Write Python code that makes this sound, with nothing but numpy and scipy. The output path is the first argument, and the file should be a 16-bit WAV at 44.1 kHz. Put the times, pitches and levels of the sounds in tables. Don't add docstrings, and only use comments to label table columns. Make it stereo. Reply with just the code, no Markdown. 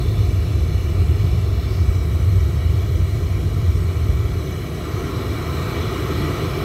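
import sys
import numpy as np
from scipy import signal
from scipy.fft import rfft, irfft
from scipy.io import wavfile
from scipy.ndimage import uniform_filter1d, map_coordinates

SR = 44100
rng = np.random.default_rng(int(sys.argv[2]) if len(sys.argv) > 2 else 0)


def wrap_up_sound(samples):
    columns = np.atleast_2d(samples).T
    tamed = np.clip(columns, -1, 1)
    steps = np.round(tamed * 32767).astype(np.int16)
    wavfile.write(sys.argv[1], SR, steps)


N = 292824

# (frequency [Hz], density [dB per Hz])
BASS_SPECTRUM = [(15, -47), (25, -43), (40, -18), (55, -5), (70, -3), (87, -1), (111, -5.5), (135, -15.5),
                 (162, -19), (200, -33), (260, -81), (440, -120)]
# (time [s], width [s], upper half [dB], deep half [dB])
RUMBLE_UNEVENNESS = [(.5, 0.018, 5, -10), (.85, 0.043, -7.5, 1), (1.44, 0.028, -0.5, -9),
                     (1.7, 0.02, -8, -2), (1.9, 0.035, -2, 5), (1.24, 0.028, 7.5, -4),
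                     (2.36, 0.06, 2.5, 5.5), (2.52, 0.012, -7, -15), (3.92, 0.014, -6, -33),
                     (4.1, 0.015, 10, 6), (4.82, 0.068, -5.5, -6), (6.38, 0.027, -10, 3)]
# (frequency [Hz], level [dB], lag [rad])
LEFT_BASS_RESPONSE = [(25, -4.2, .05), (50, -9, -0.31), (71.4, -4.5, -0.21), (84, -2, -0.13),
                      (98, -1.3, -0.036), (118, -1.5, 0.44), (137, -5.5, 0.34), (175, -9.5, 0.3),
                      (220, 12, 0.067)]
# (frequency [Hz], level [dB])
DIFFUSE_BASS = [(25, -5), (45, -30), (75, -15), (105, -9), (140, -33), (250, -15)]
# (frequency [Hz], density [dB per Hz])
UPPER_SPECTRUM = [(20, -70), (90, -7), (150, -7.5), (230, -13.5), (380, -0.5), (560, -21), (800, -16.5),
                  (1300, -23), (2400, -23), (4000, -26.5), (6500, -35.5), (9000, -49), (12000, -50.5),
                  (14000, -49.5), (14800, -45), (15600, -58)]
# (time [s], gain [dB], lift of mids [dB], of low mids [dB], of upper mids [dB])
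UPPER_RISE = [(0, -2, -2.5, 0.9, 2.5), (1, -2, -1, 0, -1.5), (2, -2, -0.5, -0.7, 1),
              (3, -1.5, -1.5, -0.1, -1.5), (4.2, -1.5, -0.5, 0, 0), (4.7, 0.5, -1.5, 1, 0.5),
              (4.92, 2, 4, 1, .5), (5.2, 4.5, 2.5, 0.3, 2), (5.5, 4.5, 4, 0, 2.5),
              (5.75, 7.5, 3, -1.5, 1.5), (6.2, 8.5, 2, .5, 2), (6.64, 8.5, 2, -1, -0.5)]
# (frequency [Hz], share [1])
RISE_SHARE = [(150, 0.33), (300, 0.66), (600, 0.56), (1200, 0.65), (2500, 0.73), (5000, 0.52), (9000, 0.38),
              (15000, 0.54)]
# (centre [Hz], width [Hz])
LIFTED_BANDS = [(1260, 370), (380, 95), (3930, 230)]
# (delay [ms], signed gain [1], tilt [dB per octave], extra delay in the first pose [ms])
LEFT_ARRIVALS = [(1.884, -.15, -1.9, .037), (2.0, .47, -2.2, .004), (2.323, .16, .8, 0),
                 (2.601, -.06, 3.8, .034), (3.097, -.2, -1.2, .024), (3.357, -.12, 1.3, .031),
                 (3.663, .15, -.8, -.009), (3.795, .07, 0, .008), (4.234, -.18, .9, .01),
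                 (4.372, -.14, .4, -.004), (4.653, -.2, .1, 0), (4.843, -.09, -1.9, .023),
                 (5.229, .14, 1.5, -.005), (5.527, .11, 1.6, -.021), (6.118, -.12, .7, -.018),
                 (6.646, .07, -3.8, .017)]
RIGHT_ARRIVALS = [(1.716, -.13, -1, .046), (1.902, 1, -.8, 0), (2.011, -.32, -.3, -.017),
                  (2.319, -.32, 6.1, -.008), (2.86, .21, 4.4, -.014), (3.021, -.4, 1.1, -.01),
                  (3.263, -.15, 3.4, 0), (3.395, .18, 4.2, -.032), (3.554, .23, 1, .007),
                  (3.826, -.15, 1.3, -.009), (4.049, -.14, -2.8, .006), (4.437, -.11, 0, -.018),
                  (4.781, -.23, 1.2, -.004), (5.086, .14, .1, .016), (5.229, -.21, -1.8, -.025),
                  (5.368, .12, -.5, -.023), (7.691, .12, .5, -.021)]
# (frequency [Hz], level [dB])
SCATTERED_LEVEL = [(150, -36), (350, -21.5), (700, -12), (2000, -10.5), (6000, -3.5), (9000, 6),
                   (15500, 8.5)]
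# (frequency [Hz], level [dB])
DIFFUSE_HISS = [(150, -30), (270, -19), (400, -30), (560, -28), (700, -17), (2000, -19), (6000, -29),
                (9000, -15), (15500, -9)]
# (time [s], share of the first pose [0-1])
POSE_SHARE = [(0, 1), (.6, 0.72), (1.7, 0.78), (1.95, 0), (6.64, 0.21)]
# (frequency [Hz], level [dB])
FIRST_POSE_COLOUR = [(2000, 1), (3500, 1), (5000, 4.5), (6500, -5), (8000, -3.5), (10000, -2), (12000, 3.5),
                     (15000, -1.5)]
# (centre [Hz], width [Hz], depth [dB])
SHARED_HOLLOWS = [(149, 17, -5), (191.3, 12.8, 9.5), (270, 9.1, 5), (404, 18, -1.5), (564.5, 12.6, 30),
                  (802, 15, 15), (919, 13.6, 13), (1310, 24, -1.5), (1706, 39, 0.5), (2153, 15, 1),
                  (2200, 17, 2.5), (2330, 28, -2), (2998, 32.6, 16), (3230, 82, 9), (3470, 50, 3),
                  (3843, 13.5, 18), (3918, 26, -2.5), (4217, 24, -5.5), (4260, 327, 5.5), (4980, 180, 5.5),
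                  (5904, 41, 11), (6450, 177, 8), (7170, 200, 5.5), (7970, 58, -6), (7940, 160, -3.5),
                  (11500, 180, -1.5), (13700, 300, 8)]
# (centre [Hz], width [Hz], left settled [dB],
# left first pose [dB], right settled [dB], right first pose [dB])
CHANNEL_COLOUR = [(225, 31, 1, 3, -2.5, -2), (446, 44, 1, 2.5, 0.5, 0.5), (800, 19, 4, -5.5, 2.5, -5),
                  (856, 30, 7, 2, -5, -3.5), (950, 20, 3, -10, 2, 0), (1356, 41, -1.5, -1, -1, -0.5),
                  (1430, 30, 4, -3, 1.5, 0.5), (1580, 30, -2, 6, 0, 0), (1740, 30, 2.5, 4, -.5, -5.5),
                  (2415, 65, 3, 2, 2.5, 2), (2750, 61, 4, 6, -1, -4), (2693, 37, 3, 5, 6, -7),
                  (2780, 39, -1.5, -4, 2, 3), (2976, 30, 3, -4, -2, -9), (3200, 120, -7.5, -6, -2, 1),
                  (3470, 65, 8, 3, 2, -2.5), (3590, 45, 6, -2, 1, 1), (3680, 20, -4, -8, 2, -12),
                  (3845, 30, -6, -5, 4, 6), (3850, 16, -12, -11, -2.5, 0), (3830, 85, 9, 10, -1.5, -1),
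                  (4080, 45, 7, .5, 0.5, -0.5), (4400, 110, -6.5, 8, -1.5, -0.5),
                  (5050, 140, 7, 16, -2.5, -1.5), (5000, 110, -7, -2, -1.5, 1.5),
                  (5550, 140, 1, 5, 1, -0.5), (5790, 70, -2, -4.5, -2, 6), (5970, 70, -6, -1, -2.5, 5.5),
                  (6400, 136, -3, 0, 2, -8.5), (6630, 130, 2.5, 1, 1, 1), (7260, 240, -1.5, -2, -1.5, -3),
                  (6620, 360, -2.5, -13, -2.5, -4), (7180, 160, -4, -3, 1, -4), (8010, 70, 4, 1, -1, -1),
                  (8150, 230, -4, -3, 6.5, 2), (8600, 70, 4.5, -3.5, -0.5, 4),
                  (8870, 350, -5.5, -5.5, -1, -1.5), (9100, 500, 12, 1, -2, -2.5), (9900, 70, 3, .5, 6, 2),
                  (10280, 94, -1, 4, -3.5, -4), (10850, 160, 3.5, -.5, 2, -1.5),
                  (11370, 110, -1, -3.5, 2, 1), (11800, 160, 0, 3, -4, 3.5), (12100, 60, 1, 0, 4, 0),
                  (12700, 200, -4, 4, 0.5, -2), (13100, 120, 4, 3.5, 2.5, 3),
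                  (13400, 110, -4, -3.5, -4, -2), (14600, 240, 4.5, 2, 5, 5),
                  (15250, 160, 6, -1.5, -.5, -3), (12800, 150, 6, 4, 0, 2), (12950, 120, 2, 0, -6, -2),
                  (13600, 350, -3, -2, -3.5, -2), (14800, 250, 8, 5, 4, 3), (15000, 200, 8, 8, 8, 6),
                  (15550, 120, -2, -2, -3, -2)]

BASS_DB, DEEP_DB = -19.5, -0.3
DEEP_SAG_DB_PER_S = -0.67
TURN_DOWN_S, TURN_DOWN_LENGTH_S, TURN_DOWN_DB = 4.306, 0.13, -7.5
BASS_FOLLOWS, WAVER_DB = 0.22, 1.5
UPPER_DB = -26.5
COMMON_HISS_HZ, COMMON_HISS_WIDTH_HZ, COMMON_HISS_DB = 13600, 390, 6
SLIDE = 0.0052
SWISH_S, SWISH_DB, SWISH_RISE_DB_PER_S, SWISH_FALL_DB_PER_S = 1.73, -42.5, 92, 58
SIZE, HOP = 2048, 512
EDGE_HZ = 15730


def bass_cabinets():
    hz, t = np.fft.rfftfreq(N, 1 / SR), np.arange(N) / SR
    noise, *around = rfft(rng.standard_normal((3, N))) * amp(over_hz(BASS_SPECTRUM, hz))
    deep_share = 1 / (1 + (hz / 73.0) ** 8)
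    deep = held(evened(irfft(noise * deep_share, N)))
    upper = held(evened(irfft(noise * (1 - deep_share), N)))

    coarse_t = t[::HOP]
    upper_db, deep_db = (np.interp(t, coarse_t, db) for db in bass_levels(coarse_t))
    direct = amp(upper_db) * upper + amp(deep_db) * deep

    left_table = np.array(LEFT_BASS_RESPONSE)
    left_db = over_hz(left_table[:, [0, 1]], hz)
    lag = over_hz(left_table[:, [0, 2]], hz)
    left = irfft(rfft(direct) * amp(left_db) * np.exp(-1j * lag), N)
    right = amp(-0.22) * direct

    diffuse = irfft(around * amp(over_hz(DIFFUSE_BASS, hz)), N)
    diffuse = diffuse / irfft(noise, N).std() * amp(upper_db)
    return np.array([left, right]) + diffuse


def bass_levels(t):
    turned = np.clip((t - TURN_DOWN_S) / TURN_DOWN_LENGTH_S, 0, 1)
    rise_db = over_time(np.array(UPPER_RISE)[:, :2], t)
    knob_db = BASS_DB + TURN_DOWN_DB * turned + BASS_FOLLOWS * rise_db

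    s, width, upper_uneven_db, deep_uneven_db = np.transpose(RUMBLE_UNEVENNESS)
    bells = bump(t[:, None], s, width)
    upper_db = knob_db + bells @ upper_uneven_db + WAVER_DB * waver(t)
    deep_db = knob_db + DEEP_DB + DEEP_SAG_DB_PER_S * t + bells @ deep_uneven_db + WAVER_DB * waver(t)
    return upper_db, deep_db


def waver(t, count=30):
    hz, phase = np.geomspace(2, 12., count), rng.random(count)
    return evened(np.sin(2 * np.pi * (np.outer(t, hz) + phase)).sum(axis=1))


def held(x):
    power = uniform_filter1d(uniform_filter1d(x ** 2, size=1500), size=1500)
    swell = np.sqrt(abs(power) + .02)
    return evened(x / swell ** 0.3)


def upper_cabinets():
    hz, t = np.fft.rfftfreq(SIZE, 1 / SR), np.arange(N // HOP + 5) * HOP / SR
    real, imaginary = rng.standard_normal((2, len(t), len(hz), 5))
    direct, bounced, common, *around = (real + 1j * imaginary).T
    pose = over_time(POSE_SHARE, t)

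    hollow = amp(-sum(db * bump(hz, f, width) for f, width, db in SHARED_HOLLOWS))[:, None]
    turn = 1.0 * pose + 0.48 * sway(t)
    scatter = amp(over_hz(SCATTERED_LEVEL, hz))[:, None]
    diffuse_gain = amp(over_hz(DIFFUSE_HISS, hz))[:, None]
    common_hiss = amp(COMMON_HISS_DB) * bump(hz, COMMON_HISS_HZ, COMMON_HISS_WIDTH_HZ)[:, None] * common
    ears = []
    for arrivals, diffuse in zip((LEFT_ARRIVALS, RIGHT_ARRIVALS), around):
        near = near_paths(arrivals, hz, pose) * direct
        scattered = scatter * foliage(hz, turn) * bounced
        ears.append(hollow * (near + scattered) + diffuse_gain * diffuse + common_hiss)

    dips_db = slid(channel_colour(hz, pose), SLIDE * sway(t))
    spectra = amp(upper_colour(hz, t, pose) - dips_db) * ears
    sound = signal.istft(spectra, nperseg=SIZE, noverlap=SIZE - HOP)[1][:, :N]
    return amp(UPPER_DB) * evened(sound)


def upper_colour(hz, t, pose):
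    s, gain_db, *lifts_db = np.transpose(UPPER_RISE)
    rise_db = np.outer(over_hz(RISE_SHARE, hz), np.interp(t, s, gain_db))
    colour_db = over_hz(UPPER_SPECTRUM, hz)[:, None] + rise_db
    for (centre, width), db in zip(LIFTED_BANDS, lifts_db):
        colour_db += np.outer(bump(hz, centre, width), np.interp(t, s, db))
    return colour_db + np.outer(over_hz(FIRST_POSE_COLOUR, hz), pose) + patches(hz, t)


def near_paths(arrivals, hz, pose):
    ms, gain, tilt_db, shift_ms = np.transpose(arrivals)
    settled = paths(ms, gain, tilt_db, hz)
    first = paths(ms + shift_ms, gain, tilt_db, hz)
    return np.outer(settled, 1 - pose) + np.outer(first, pose)


def paths(ms, gain, tilt_db, hz):
    octaves = np.log2(np.maximum(hz, 100) / 2000)[:, None]
    delayed = np.exp(-2j * np.pi * hz[:, None] * ms / 1000)
    return (delayed * amp(tilt_db * octaves)) @ gain


def foliage(hz, turn, count=60, spread_ms=12.0):
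    delay, sign = rng.random((count, 2, 2)).T
    gain = np.sign(sign - .5) / np.sqrt(count)
    one_set, other_set = (paths(spread_ms * d, g, 0, hz) for d, g in zip(delay, gain))
    stripes = np.outer(one_set, np.cos(turn)) + np.outer(other_set, np.sin(turn))
    local_power = uniform_filter1d(abs(stripes) ** 2, size=7, axis=0)
    return stripes / np.sqrt(local_power + 1e-9)


def channel_colour(hz, pose):
    f, width, left, left_first, right, right_first = np.transpose(CHANNEL_COLOUR)
    bells = bump(hz[:, None], f, width)
    return np.array([np.outer(bells @ settled, 1 - pose) + np.outer(bells @ first, pose)
                     for settled, first in ((left, left_first), (right, right_first))])


def slid(field, share):
    bins, frames = np.indices(field.shape[1:])
    places = [bins * (1 + share), frames]
    return np.array([map_coordinates(ear, places, order=1, mode="nearest") for ear in field])


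def sway(t, count=20):
    hz, phase = np.geomspace(.2, 6, count), rng.random(count)
    return evened(np.sin(2 * np.pi * (np.outer(t, hz) + phase)) @ (1 / np.sqrt(hz)))


def patches(hz, t, patchy_db=1.4):
    field = rng.standard_normal((len(t), len(hz)))
    field = uniform_filter1d(field, size=12, axis=0)
    field = uniform_filter1d(field, size=20, axis=1)
    return patchy_db * evened(field).T * np.clip(hz / 3300.0, 0, 1)[:, None]


def swish():
    band = signal.butter(4, [4300., 5700.], "band", fs=SR, output="sos")
    noise = evened(signal.sosfilt(band, rng.standard_normal((2, N))))
    since = np.arange(N) / SR - SWISH_S
    envelope_db = SWISH_DB + np.minimum(SWISH_RISE_DB_PER_S * since, -SWISH_FALL_DB_PER_S * since)
    return noise * amp([[-14.], [0]]) * amp(envelope_db)


def amp(db):
    return 10 ** (np.asarray(db) / 20)


def evened(x):
    return x / np.sqrt(np.mean(x ** 2))


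def over_hz(points, hz):
    f, value = np.transpose(points)
    return np.interp(np.log(hz + 1), np.log(f + 1), value)


def over_time(points, t):
    return np.interp(t, *np.transpose(points))


def bump(x, centre, width):
    return np.exp(-.5 * ((x - centre) / width) ** 2)


def scene():
    return bass_cabinets() + upper_cabinets() + swish()


def record(dry):
    thin = signal.sosfilt(signal.butter(4, 32., "high", fs=SR, output="sos"), dry)
    lowpass = signal.firwin(2047, EDGE_HZ, window=("kaiser", 9), fs=SR)
    return signal.oaconvolve(thin, lowpass[None], "same")


dry = scene()
out = record(dry)
wrap_up_sound(out)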